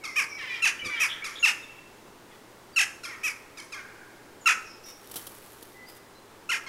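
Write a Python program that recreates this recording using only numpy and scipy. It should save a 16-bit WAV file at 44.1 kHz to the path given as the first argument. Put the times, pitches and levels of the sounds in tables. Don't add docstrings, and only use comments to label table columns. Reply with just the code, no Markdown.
import sys
import numpy as np
from scipy import signal
from scipy.fft import rfft, irfft
from scipy.io import wavfile
from scipy.ndimage import uniform_filter1d, map_coordinates

SR = 44100
rng = np.random.default_rng(int(sys.argv[2]) if len(sys.argv) > 2 else 0)


def store_pcm(level_fs):
    pcm = np.round(np.clip(level_fs, -1, 1) * 32767).astype(np.int16)
    wavfile.write(sys.argv[1], SR, np.atleast_2d(pcm).T)


N = 294588
TIME = np.arange(N) / SR
CUTOFF_HZ = 15750


def from_db(db):
    return 10 ** (np.asarray(db) / 20)


def rms_one(x):
    return x / np.sqrt(np.mean(x ** 2) + 1e-20)


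def colour(x, spectrum, size=4096):
    hz, db = np.transpose(spectrum)
    bins_hz = np.fft.rfftfreq(size, 1 / SR)
    gain = from_db(np.interp(np.log(bins_hz + 1), np.log(hz), db))
    cepstrum = irfft(np.log(gain))
    cepstrum[1:size // 2] *= 2
    cepstrum[size // 2 + 1:] = 0
    return signal.fftconvolve(x, irfft(np.exp(rfft(cepstrum))))[:len(x)]


def gliding_colour(x, spectrum, scale):
    clock = np.cumsum(scale) - scale[0]
    positions = np.interp(np.arange(clock[-1] + 1), clock, np.arange(len(x)))
    stretched = map_coordinates(x, [positions], order=3)
    return map_coordinates(colour(stretched, spectrum), [clock], order=3)


def wobble(count, hz):
    sos = signal.butter(2, min(hz, SR / 4), fs=SR, output="sos")
    return rms_one(signal.sosfilt(sos, rng.standard_normal(count + SR // 10))[-count:])


def add(out, s, sound):
    at = int(np.clip(s * SR, 0, N))
    out[at:at + len(sound)] += sound[:N - at]


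def town(murmur_db=-51.5, drone_hz=115, drone_db=-68):
    # (frequency [Hz], relative level [dB])
    traffic = [(15, -3.5), (25, -18), (79, -11.5), (113, -13), (173, -9.5), (349, -3.5), (410, -4),
               (722, -11), (848, -8), (2010, -16), (2230, -18), (2420, -19), (6380, -24.5), (7500, -25),
               (15500, -31)]
    murmur = from_db(murmur_db + .2 * wobble(N, hz=4)) * rms_one(colour(rng.standard_normal(N), traffic))
    pitch = drone_hz * (1 + .035 * wobble(N, hz=8))
    drone = np.sin(2 * np.pi * np.cumsum(pitch) / SR)
    return murmur + from_db(drone_db) * rms_one(drone)


def note(length, hz, glide, db, warble=.014):
    u = np.linspace(0, 1, int(length * SR))
    pitch = hz * 2 ** (glide * u) * (1 + warble * wobble(len(u), hz=350))
    swell = np.sqrt(2) * signal.windows.tukey(len(u), .6) * (1 + .24 * wobble(len(u), hz=61))
    return from_db(db) * swell * np.sin(2 * np.pi * np.cumsum(pitch) / SR)


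def songbirds(pips_start_s=1.6, pip_period_s=.09):
    # (time [s], length [s], start pitch [Hz], glide [octaves], level [dB])
    whistles = [(0, 0.15, 2280, -.2, -46), (0.303, 0.094, 2285, 0, -38.5), (.48, 0.092, 2336, 0.078, -35.5),
                (.785, .046, 2940, 0.01, -39), (0.807, 0.08, 2347, 0, -37.5),
                (0.906, 0.064, 2318, 0, -33.5), (1.216, 0.034, 2200, 0.098, -38),
                (1.386, 0.052, 6900, -0.075, -47), (2.717, 0.1, 4860, -.22, -56),
                (4.4, 0.068, 7230, -0.15, -56), (5.725, 0.19, 2013, -0.0082, -53.5),
                (6.143, 0.059, 4055, 0, -60.5)]
    # (time [s], length [s], start pitch [Hz], glide [octaves], level [dB],
    # warble [share of pitch])
    buzzes = [(0.074, .11, 5140, .13, -56, 0.022), (0.27, .12, 5740, -0.11, -49, 0.044),
              (0.954, 0.082, 3250, -0.063, -40, .07), (1.079, 0.072, 3270, 0.0078, -34.5, 0.064),
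              (1.348, .055, 3430, 0.033, -41.5, .055), (1.62, 0.036, 3720, -.08, -50.5, .012),
              (4.634, .13, 5500, -0.092, -53.5, 0.044), (4.82, .11, 5570, -0.033, -51, 0.042),
              (5.855, .058, 4530, .2, -55.5, .03)]
    out = np.zeros(N)
    for s, *shape in [*whistles, *buzzes]:
        add(out, s, note(*shape))
    for k in range(3):
        add(out, pips_start_s + k * pip_period_s, note(length=.025, hz=2680, glide=0, db=-47.5 - k))
    return out


def syrinx(pitch, slack, jitter, harsh_jitter, rasp_db, harsh_rasp_db, subharmonic, rolloff):
    unsteady = (jitter + slack * harsh_jitter) * wobble(len(pitch), hz=570)
    phase = 2 * np.pi * np.cumsum(pitch * (1 + unsteady)) / SR
    pulses = rms_one(sum(np.cos(k * phase) * (k * pitch < CUTOFF_HZ) / k ** (rolloff * (1 - slack))
                         for k in range(1, int(CUTOFF_HZ / pitch.min()))))
    pulses *= 1 + subharmonic * np.cos(phase / 2)
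    hiss = signal.lfilter([1, -.7], [1, -.3], rng.standard_normal(len(pitch)))
    rasp = rms_one(hiss * (1 + np.cos(phase)))
    return pulses + from_db(rasp_db + slack * (harsh_rasp_db - rasp_db)) * rasp


def call(times, hz, db, tract, break_hz, throat_follows, glance, flutter_db,
         attack_s=.002, release_s=.0064, **source):
    t = np.arange(times[0] - attack_s, times[-1] + 4 * release_s, 1 / SR)
    pitch = np.interp(t, times, hz)
    slack = np.clip(2 * (1 - pitch / break_hz), 0, 1)
    voice = gliding_colour(syrinx(pitch, slack, **source), tract, (pitch / break_hz) ** throat_follows)
    bricks = rng.standard_normal(SR // 200) * (np.arange(SR // 200) > 30)
    voice += glance * np.convolve(voice, bricks / np.linalg.norm(bricks))[:len(t)]
    voice /= np.sqrt(uniform_filter1d(voice ** 2, size=260) + 1e-12)
    attack = np.clip((t - t[0]) / (2 * attack_s), 0, 1)
    release = np.exp(-np.maximum(t - times[-1], 0) / release_s)
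    level_db = np.interp(t, times, db) + flutter_db * wobble(len(t), hz=98)
    return t[0], voice * attack * release * from_db(level_db)


def jackdaws(calls, gesture, throat, formant_hz=1480, width_octaves=.37, **voice):
    out = np.zeros(N)
    hz, db = np.transpose(throat)
    octaves = np.log2(hz / formant_hz)
    formant = np.exp(-(octaves / width_octaves) ** 2)
    for *row, tilt, boost_db in calls:
        tract = np.column_stack([hz, db + tilt * octaves + boost_db * formant])
        add(out, *call(*gesture(*row), tract, **voice))
    return out


def yelps(swell_db=2):
    # (time [s], length [s], start pitch [Hz], fall [octaves/s], level [dB],
    # tilt [dB/octave], boost [dB])
    calls = [(.039, 0.024, 1343, 14.6, -35, -1, -2.5), (.848, 0.026, 1292, 8.5, -33, -1, -5),
             (1.242, 0.033, 1365, 12.4, -34.5, 1, 0.5), (3.035, 0.024, 1433, 17.5, -35.5, 1.5, 0),
             (3.573, 0.0298, 1282, 10.7, -42, 1.8, 4), (3.722, 0.026, 1344, 13, -37, -0.5, 1),
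             (6.664, .026, 1084, 1.9, -39.5, -6, 0)]
    # (frequency [Hz], gain [dB])
    throat = [(400, -18), (800, -16.5), (1250, -4.5), (1700, 8), (2350, 5), (3100, -5.5), (4100, -6.5),
              (5100, 0), (6300, -7), (7600, -13), (12000, -15.5), (14500, -80)]

    def gesture(s, length, hz, fall, db):
        t = np.linspace(0, length, 50)
        return s + t, hz * 2 ** (-fall * t), db - swell_db * (1 - t / length) ** 2

    return jackdaws(calls, gesture, throat, break_hz=1320, throat_follows=.068, glance=.8,
                    flutter_db=1.5, jitter=.009, harsh_jitter=.01, rasp_db=-10, harsh_rasp_db=-4,
                    subharmonic=.1, rolloff=.11)


def caws(rise_s=.018, rise_octaves=.2, rise_db=13, fall_octaves=1.05, fade_db=15):
    # (time [s], length [s], top pitch [Hz], level [dB], tilt [dB/octave], boost [dB])
    calls = [(.158, 0.089, 627, -22, -0.59, 0.68), (.997, .084, 649, -22, 0.19, -0.64),
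             (3.233, .086, 653.3, -26, 1.1, -1.7)]
    # (frequency [Hz], gain [dB])
    throat = [(400, -39), (900, -21.5), (1250, -13), (1900, -10.5), (2500, 4.5), (3100, -15), (4400, -30),
              (5500, -10), (6600, -20.5), (7800, -22), (9400, -24.5), (12000, -23.5), (14500, -43)]

    def gesture(s, length, hz, db):
        t = np.linspace(0, length, 200)
        early = np.clip(1 - t / rise_s, 0, 1) ** 2
        spent = np.clip((t - rise_s) / (length - rise_s), 0, 1)
        octaves = -rise_octaves * early - fall_octaves * spent ** 1.5
        return s + t, hz * 2 ** octaves, db - rise_db * early - fade_db * spent ** 2.36

    return jackdaws(calls, gesture, throat, break_hz=592, throat_follows=.22, glance=.34,
                    flutter_db=-1, jitter=.009, harsh_jitter=.014, rasp_db=-8, harsh_rasp_db=2,
                    subharmonic=.039, rolloff=.034)


def drawls(arch_db=5.5):
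    # (time [s], length [s], start pitch [Hz], fall [octaves/s], level [dB],
    # tilt [dB/octave], boost [dB])
    calls = [(.378, 0.1, 675.6, 6.1, -38, 3, -5), (.47, 0.13, 518, 1.7, -37.5, 3.5, -10),
             (.895, 0.16, 517, 2.3, -36.5, 2, -2), (2.31, 0.047, 723, 8, -55.5, 8, -6),
             (3.066, 0.094, 621.4, 6.2, -42.5, -3.5, -2), (3.75, 0.066, 852, 4.4, -42.5, -2, 10),
             (4.865, 0.059, 756, 1.1, -54, 12.5, -10)]
    # (frequency [Hz], gain [dB])
    throat = [(400, -37), (1200, -8.5), (1650, -1), (2050, 5), (2700, -7), (3400, -10), (4400, -21.5),
              (5200, -20.5), (7000, -34.5), (14000, -51)]

    def gesture(s, length, hz, fall, db):
        t = np.linspace(0, length, 50)
        return s + t, hz * 2 ** (-fall * t), db - arch_db * (2 * t / length - 1) ** 2

    return jackdaws(calls, gesture, throat, break_hz=520, throat_follows=.02, glance=1,
                    flutter_db=1, jitter=.012, harsh_jitter=.004, rasp_db=-3, harsh_rasp_db=-1,
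                    subharmonic=.2, rolloff=.05, attack_s=.006)


def tchaks(swell_db_per_s=405, break_s=.012, drop_octaves=.41, dip_db=5, plunge_octaves=1.3, fade_db=11):
    # (break time [s], clear length [s], break pitch [Hz], sag [octaves/s],
    # clear level [dB], harsh level [dB], harsh length [s], tilt [dB/octave], boost [dB])
    calls = [(.645, 0.023, 1308, 3.5, -17.5, -20, 0.063, 0.1, 1),
             (1.45, 0.022, 1301, 5, -13.5, -19.5, 0.067, -0, -1.5),
             (2.783, .021, 1298, 6, -16.5, -20, 0.062, 0.86, -3),
             (4.479, .02, 1294, 5, -13, -18, .054, -0.4, 6.5),
             (6.505, 0.013, 1458, -12.5, -24, -25, 0.071, -0.2, 5.5)]
    # (frequency [Hz], gain [dB])
    throat = [(400, -38), (900, -19), (1350, -12.5), (1650, -4.5), (2050, -3), (2680, 4.5), (3200, -10.5),
              (4400, -18.5), (5400, -11.5), (6600, -13.5), (7800, -20), (9400, -21.5), (12000, -24.5),
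              (14500, -48)]

    def gesture(s, clear_s, hz, sag, clear_db, harsh_db, harsh_s):
        t = np.linspace(-clear_s, harsh_s, 200)
        before = np.minimum(t, 0)
        crack = np.clip(t / break_s, 0, 1)
        spent = np.clip(t / harsh_s, 0, 1)
        octaves = -sag * before - drop_octaves * crack - plunge_octaves * spent ** 1.7
        db = (1 - crack) * clear_db + crack * harsh_db + swell_db_per_s * before
        db -= dip_db * np.sin(np.pi * crack) + fade_db * spent ** 2.5
        return s + t, hz * 2 ** octaves, db

    return jackdaws(calls, gesture, throat, break_hz=1310, throat_follows=.056, glance=.74,
                    flutter_db=.5, jitter=.01, harsh_jitter=.01, rasp_db=-11, harsh_rasp_db=0,
                    subharmonic=.017, rolloff=.28)


def thump(contact_s=.0012):
    # (time [s], level [dB])
    touches = [(.829, -44), (.858, -40)]
    # (frequency [Hz], relative level [dB], 60 dB decay time [s])
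    modes = [(99, -1.5, 0.12), (184, -4, 0.12), (256, 2, 0.057), (347, -6, 0.36), (500.6, 0, 0.18)]
    out, t = np.zeros(N), TIME[:SR // 2]
    ring = sum(from_db(db - 60 * t / t60) * np.sin(2 * np.pi * hz * t) for hz, db, t60 in modes)
    for s, db in touches:
        add(out, s, from_db(db) * ring * (1 - np.exp(-t / contact_s)))
    return out


def rustle(takeoff_s=5.17, landed_s=5.77, flight_db=-47.5, wingbeat_hz=6.3):
    # (time [s], level [dB], half length [s])
    brushes = [(4.882, -51.5, 0.033), (5.904, -52, 0.028), (5.965, -52, 0.016)]
    # (frequency [Hz], relative level [dB])
    feathers = [(400, 0.5), (1500, 1.5), (3500, 0), (7000, -2.5), (12000, 3.5), (15500, -4)]
    rise, fade, settle = 72, 19, 307
    t = TIME - takeoff_s
    level_db = flight_db + np.minimum(rise * t, -fade * t) + np.cos(2 * np.pi * wingbeat_hz * t)
    level_db -= settle * np.maximum(TIME - landed_s, 0)
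    brushing = sum(from_db(db) * np.exp(-((TIME - s) / half) ** 2) for s, db, half in brushes)
    grains = rng.standard_normal(N) * from_db(3.5 * wobble(N, hz=150))
    return rms_one(colour(grains, feathers)) * (from_db(level_db) + brushing)


def wing_claps(rise_s=.001):
    # (time [s], level [dB], length [s])
    claps = [(5.113, -37.5, 0.0091), (5.14, -38, 0.0091), (5.157, -31, 0.0099), (5.165, -36, 0.02),
             (5.267, -36.5, .012), (5.625, -41.5, 0.0094)]
    # (frequency [Hz], relative level [dB])
    spectrum = [(120, -24.5), (200, -4), (414, 2), (641, -7), (1330, -6), (2510, -17), (3070, -1.5),
                (6830, -9), (11800, -0.5), (15500, -6.5)]
    envelope, t = np.zeros(N), TIME[:SR // 10]
    for s, db, length in claps:
        add(envelope, s, from_db(db) * np.minimum(t / rise_s, 1) * np.exp(-(t / length) ** 2))
    return envelope * rms_one(colour(rng.standard_normal(N), spectrum))


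def rooftops(x, walls_db, near_db, far_db, near_t60=.48, far_t60=2.23, first_s=.024):
    # (delay [s], relative level [dB])
    walls = [(0.022, -16.5), (0.045, -24.5), (0.045, -46), (0.078, -37)]
    # (frequency [Hz], gain [dB])
    street = [(300, -6), (1300, 5), (2500, -3.5), (3800, -6.5), (6000, -1.5), (10000, -1.5), (15000, -2)]
    response, t = np.zeros(SR), TIME[:SR]
    for delay, db in walls:
        response[int(delay * SR)] += from_db(db + walls_db)
    for db, t60 in (near_db, near_t60), (far_db, far_t60):
        scatter = rng.standard_normal(SR) * from_db(-60 * t / t60) * (t > first_s)
        response += from_db(db) * scatter / np.linalg.norm(scatter)
    return x + signal.fftconvolve(x, colour(response, street))[:N]


def spread(x):
    # (frequency [Hz], level [dB])
    width = [(50, -23), (500, -36.5), (2500, -54), (5000, -36), (9000, -32), (14000, -18.5)]
    smear = rng.standard_normal(SR // 100)
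    side = colour(signal.fftconvolve(x, smear / np.linalg.norm(smear))[:N], width)
    return np.array([x + side, x - side])


def scene():
    near_calls = tchaks() + caws()
    averted_calls, far_calls = yelps(), drawls()
    birds = rooftops(near_calls, walls_db=6, near_db=-11.5, far_db=-28)
    birds += rooftops(averted_calls, walls_db=10, near_db=-3, far_db=-10)
    birds += rooftops(far_calls, walls_db=2, near_db=-11, far_db=-2.5)
    birds += rooftops(songbirds(), walls_db=10, near_db=-3, far_db=-8.5)
    birds += rooftops(thump() + wing_claps() + rustle(), walls_db=0, near_db=-10, far_db=-26)
    return spread(birds) * from_db([[-.3], [.3]]) + spread(town())


def record(dry):
    return signal.sosfilt(signal.ellip(12, .1, 80, CUTOFF_HZ, fs=SR, output="sos"), dry)


dry = scene()
out = record(dry)
store_pcm(out)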